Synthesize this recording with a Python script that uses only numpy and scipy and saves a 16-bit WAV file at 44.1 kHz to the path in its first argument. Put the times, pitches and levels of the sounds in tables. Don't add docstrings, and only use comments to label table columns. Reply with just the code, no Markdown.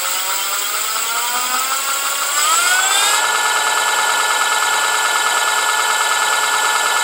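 import sys
import numpy as np
from scipy import signal
from scipy.fft import rfft, irfft, next_fast_len
from scipy.io import wavfile
from scipy.ndimage import map_coordinates

SR = 44100
rng = np.random.default_rng(int(sys.argv[2]) if len(sys.argv) > 2 else 0)


def materialize(psi):
    bounded = np.clip(np.atleast_2d(psi).T, -1, 1)
    quanta = np.round(bounded * 32767).astype(np.int16)
    wavfile.write(sys.argv[1], SR, quanta)


N = 310023

# (s, turns a second)
SPEED = [(0, 3.904), (.335, 4.177), (.635, 4.4), (1.382, 5.366), (1.551, 5.518), (1.7, 5.78), (1.836, 5.938),
         (2.266, 6.11), (2.439, 6.534), (2.532, 7.164), (2.64, 7.673), (2.772, 8.082), (2.95, 8.565), (3.214, 9.4024)]
TOP_SPEED, MAGNETS = SPEED[-1][1], 46
# (dB at top speed, power of speed by which it grows, loudest angle in turns, swing over a turn dB)
WHINE = [(-41, 1.6, 0.7, 5.5), (-54, -1.6, 0.2, 4.5), (-35, 2.5, 0.37, -0.54), (-45, 1.06, 0.42, 2.5)]
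# (cycles a turn, dB, loudest angle in turns, swing over a turn dB)
COGGING = [(46, -42, 0.16, -1), (92, -35.5, 0.69, 4), (101, -30, .3, 0.5), (151.26, -25, 0.066, 2.5), (154.4, -28, .67, 2), (321.8, -38, .68, -5), (325, -35, 0.69, 42),
           (410.6, -38, .55, 18), (414.8, -34, .76, 2), (460, -43, .9, 9)]
# (Hz, half width Hz, dB)
COVER = [(494, 66, -1.5), (945, 290, -10), (1357, 114, 9), (2160, 240, -1), (3370, 1060, -2), (4080, 1100, -11), (4930, 384, -1.5), (6720, 460, -5.5),
         (7720, 420, 4), (9220, 660, -5), (11060, 2000, -14.5), (13300, 470, -11)]
# (angle in turns, thud dB, tick dB)
KNOCKS = [(.124, .3, -22), (.203, -15, -16), (.425, -14, -25), (.542, -13, -20), (.562, -16, -19)]
# (Hz, dB, t60 s)
SHELL = [(930, 1, .014), (1285, 7.5, .019), (1400, -3, .017)]
# (angle in turns, length in turns, Hz, half width Hz, dB, power of speed by which it grows)
SCRAPES = [(0.2, 0.079, 1350, 80, -28.5, -0.6), (0.51, 0.46, 1410, 101, -37.5, 0.4), (0.06, 0.027, 7870, 110, -21.5, 1.5), (0.234, 0.018, 7980, 200, -24, 0.5),
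           (0.42, 0.023, 7680, 320, -20.5, 0.5), (0.48, 0.044, 7000, 150, -27.5, 2), (0.55, 0.034, 9150, 100, -31, 3), (0.74, 0.03, 8250, 120, -26, 2),
           (0.745, 0.025, 3370, 150, -24, 1), (0.92, 0.13, 7410, 73, -31, 2.9), (0.9, 0.18, 13200, 1200, -41, 4)]
# (Hz, dB per Hz)
RUSH = [(25, -47), (60, -46), (130, -28), (190, -17), (280, -16), (450, -4.5), (700, 2), (950, 5), (1130, 1.5), (1350, 4), (1800, -8.5),
        (2600, -5.5), (4500, -13.5), (15000, -40)]
ROOM = [(200, 0.13), (2000, 0.2), (12000, 0.04)]  # (Hz, t60 s)
CUT_HZ = 15800
# (Hz, half width Hz, dB re the buzz, first and last harmonic)
WHISTLES = [(253, 9.5, -22, 1, 1), (1340, 170, -9.5, 6, 6), (1270, 220, -14.5, 7, 7), (2340, 290, -16.5, 6, 6), (2700, 580, -16, 7, 10),
            (3140, 210, -11, 10, 16), (3526, 193, -6.5, 9, 9), (3130, 300, -17, 8, 8), (4920, 250, -16.5, 12, 12),
            (5050, 120, -12.5, 14, 26), (7670, 180, -3, 20, 26), (9150, 250, -14, 23, 33)]
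# (Hz, dB per Hz)
FLOOR = [(25, -56), (60, -38), (90, -27), (125, -4), (170, -18), (260, 2.5), (400, 5.5), (700, 0.5), (2000, -23)]
# (Hz, half width Hz, dB)
STATOR = [(555, 12, 2.5), (753, 47, 13), (955, 40, 20), (1286, 105, 24), (1470, 36, 22), (1662, 79, 9), (2045, 120, 3)]
# (s, length s, dB of extra buzz)
PUSHES = [(0.06, 0.1, 2), (2.322, .41, 3.5), (2.884, 0.27, 4.5)]
PUSH_ATTACK_S, PUSH_RELEASE_S = 0.094, 0.06
BUZZ_DB, BUZZ_GROWTH = -21, 0.42
SPIN_UP_DB = 1.4
SQUEAL_DB, SQUEAL_FADE, SQUEAL_REST_DB = -24.5, 0.8, -65


def amp(db):
    return 10 ** (np.asarray(db) / 20)


def unit(x):
    return x / np.sqrt(np.mean(x ** 2) + 1e-20)


def along(points, hz):
    f, v = np.transpose(points)
    return np.interp(np.log(hz + 1), np.log(f + 1), v)


def curves(rows):
    s, *cols = np.transpose(rows)
    return [np.interp(np.arange(N) / SR, s, c) for c in cols]


def wobble(rate):
    fine = map_coordinates(rng.standard_normal(int(N * rate / SR) + 4), [np.arange(0, N + 256, 256) * rate / SR])
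    return np.interp(np.arange(N) / 256, np.arange(len(fine)), fine)


def filtered(x, response):
    m = next_fast_len(N + SR // 2)
    return irfft(rfft(x, m) * response(np.fft.rfftfreq(m, 1 / SR)), m)[:N]


def hump(x, centre, width):
    return 1 / (1 + ((x - centre) / width) ** 2)


def cover(hz):
    return np.sqrt(sum((amp(db) * hump(hz, centre, width)) ** 2 for centre, width, db in COVER)) * hz ** 2 / (hz ** 2 + 350 ** 2)


def each_turn(angle, weight, count=3000, size=32768):
    orders = np.arange(count)
    profile = irfft(weight(orders) * np.exp(2j * np.pi * rng.random(count)), size)
    return unit(np.interp(angle % 1, np.arange(size + 1) / size, np.append(profile, profile[0])))


def tone(angle, order, uneven, waver):
    swell = 1 + uneven * each_turn(angle, lambda k: hump(k, 2.24, 0.6) * (k > 0), count=16, size=1024)
    return unit(swell * np.sin(2 * np.pi * order * angle + waver * wobble(18)))


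def whine(angle, pace):
    out = np.zeros(N)
    for harmonic, (db, growth, loudest, swing_db) in enumerate(WHINE, 2):
        order = harmonic * MAGNETS
        level = amp(db) * pace ** growth * stator(order * pace * TOP_SPEED)
        out += level * air_gap(angle, loudest, swing_db) * tone(angle, order, uneven=0.23, waver=0.066)
    for order, db, loudest, swing_db in COGGING:
        out += amp(db) * pace ** 7 * air_gap(angle, loudest, swing_db) * tone(angle, round(order), uneven=0.097, waver=0.083)
    return out


def buzz(angle, drive_db, spread, valley_db, snap, grit_db):
    from_harmonic = lambda k: (k + MAGNETS / 2) % MAGNETS - MAGNETS / 2
    steps = each_turn(angle, lambda k: hump(from_harmonic(k), 0, spread) + amp(valley_db))
    grit = filtered(rng.standard_normal(N), lambda hz: amp(grit_db) * (hz / 7000) ** 0.78)
    bursts = np.exp(snap * np.cos(2 * np.pi * MAGNETS * angle))
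    return amp(drive_db - 1.69) * unit(filtered((steps + grit) * bursts, cover))


def squeal(angle, pace):
    chopped = each_turn(angle, lambda k: hump(k, 0, 70), count=300) * np.sin(2 * np.pi * 15620 * np.arange(N) / SR)
    sizzle = filtered(rng.standard_normal(N), lambda hz: hump(hz, 15300, 300))
    off_time = np.clip(1 - pace, 0, 1)
    return (amp(SQUEAL_DB) * off_time ** SQUEAL_FADE + amp(SQUEAL_REST_DB)) * (unit(chopped) + 0.86 * unit(sizzle))


def knocks(angle, pace, attack, scatter_db):
    t = np.arange(SR // 20) / SR
    ring = sum(amp(db - 60 * t / t60) * np.sin(2 * np.pi * hz * t) for hz, db, t60 in SHELL) * (1 - np.exp(-t / attack)) ** 2
    thuds, ticks = np.zeros(N), np.zeros(N)
    for at, thud_db, tick_db in KNOCKS:
        hits = np.diff(np.floor(angle - at), prepend=np.floor(angle[0] - at))
        hits = hits * pace * amp(scatter_db * rng.standard_normal(N))
        thuds += amp(thud_db) * signal.oaconvolve(hits, ring)[:N]
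        ticks += amp(tick_db) * signal.oaconvolve(hits, rng.standard_normal(len(t)) * amp(-60 * t / 0.022))[:N]
    return filtered(thuds, lambda hz: hz ** 4 / (hz ** 4 + 350 ** 4)) + filtered(ticks, lambda hz: 3 * cover(hz) * hump(hz, 3460, 2260))


def scrapes(angle, pace):
    surface = each_turn(angle, np.ones_like) + .5 * rng.standard_normal(N)
    out = np.zeros(N)
    for at, length, centre, width, db, growth in SCRAPES:
        touch = np.exp(-(((angle - at + .5) % 1 - .5) / length) ** 2 / 2)
        out += amp(db) * pace ** growth * touch * unit(filtered(surface, lambda hz: hump(hz, centre, width) * hz ** 2 / (hz ** 2 + 400 ** 2)))
    return out


def rush(angle, pace):
    rolling = rng.standard_normal(N) + 0.35 * each_turn(angle, np.ones_like)
    flutter_db = .6 * wobble(10)
    return amp(-23.5 + flutter_db) * pace ** 1.97 * unit(filtered(rolling, lambda hz: amp(along(RUSH, hz))))


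def room(x):
    hz, t, z = signal.stft(rng.standard_normal(SR // 3), SR, nperseg=256)
    tail = signal.istft(z * amp(-60 * t / along(ROOM, hz)[:, None]), SR, nperseg=256)[1]
    return signal.fftconvolve(x, tail / np.linalg.norm(tail))[:N]


def whistles(angle, speed, drive_db, uneven):
    out = np.zeros(N)
    for centre, width, db, first, last in WHISTLES:
        for order in MAGNETS * np.arange(round(first), round(last) + 1, 3):
            gain = hump(order * speed, centre, width)
            near = gain > .05
            if near.any():
                swell = 1 + uneven * each_turn(angle[near], lambda k: hump(k, 2.5, 4.7) * (k > 0), count=16, size=1024)
                out[near] += amp(db) * gain[near] * swell * np.sqrt(2) * np.sin(2 * np.pi * (order * angle[near] + rng.random()))
    return amp(drive_db) * out


def floor():
    return amp(-45.5) * unit(filtered(rng.standard_normal(N), lambda hz: amp(along(FLOOR, hz))))


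def air_gap(angle, loudest, swing_db):
    return unit(amp(swing_db * np.cos(2 * np.pi * (angle - loudest))))


def stator(hz):
    return np.sqrt(1 + sum((amp(db) * hump(hz, centre, width)) ** 2 for centre, width, db in STATOR))


def drive(pace):
    t = np.arange(N) / SR
    pushes_db = sum(db * np.interp(t - s, np.cumsum([0, PUSH_ATTACK_S, abs(length - PUSH_ATTACK_S), PUSH_RELEASE_S]), [0, 1, 1, 0])
                    for s, length, db in PUSHES)
    return BUZZ_DB + BUZZ_GROWTH * 20 * np.log10(pace) + SPIN_UP_DB * np.tanh((1 - pace) / .03) + pushes_db


def scene():
    speed, = curves(SPEED)
    angle, pace = np.cumsum(speed) / SR, speed / TOP_SPEED
    drive_db = drive(pace)
    contact = angle - .08 * (1 - pace)
    rattle = knocks(contact, pace, attack=0.0025, scatter_db=0.3) + scrapes(contact, pace)
    rattle = rattle + buzz(angle, drive_db, spread=3.4, valley_db=-9.5, snap=0.11, grit_db=-3.5)
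    tones = whine(angle, pace) + whistles(angle, speed, drive_db, uneven=0.44) + squeal(angle, pace)
    mono = rattle + amp(-10.0) * room(rattle) + tones + rush(angle, pace) + floor()
    return np.array([mono, mono])


def record(dry):
    return np.array([filtered(channel, lambda hz: hz < CUT_HZ) for channel in dry])


dry = scene()
out = record(dry)
materialize(out)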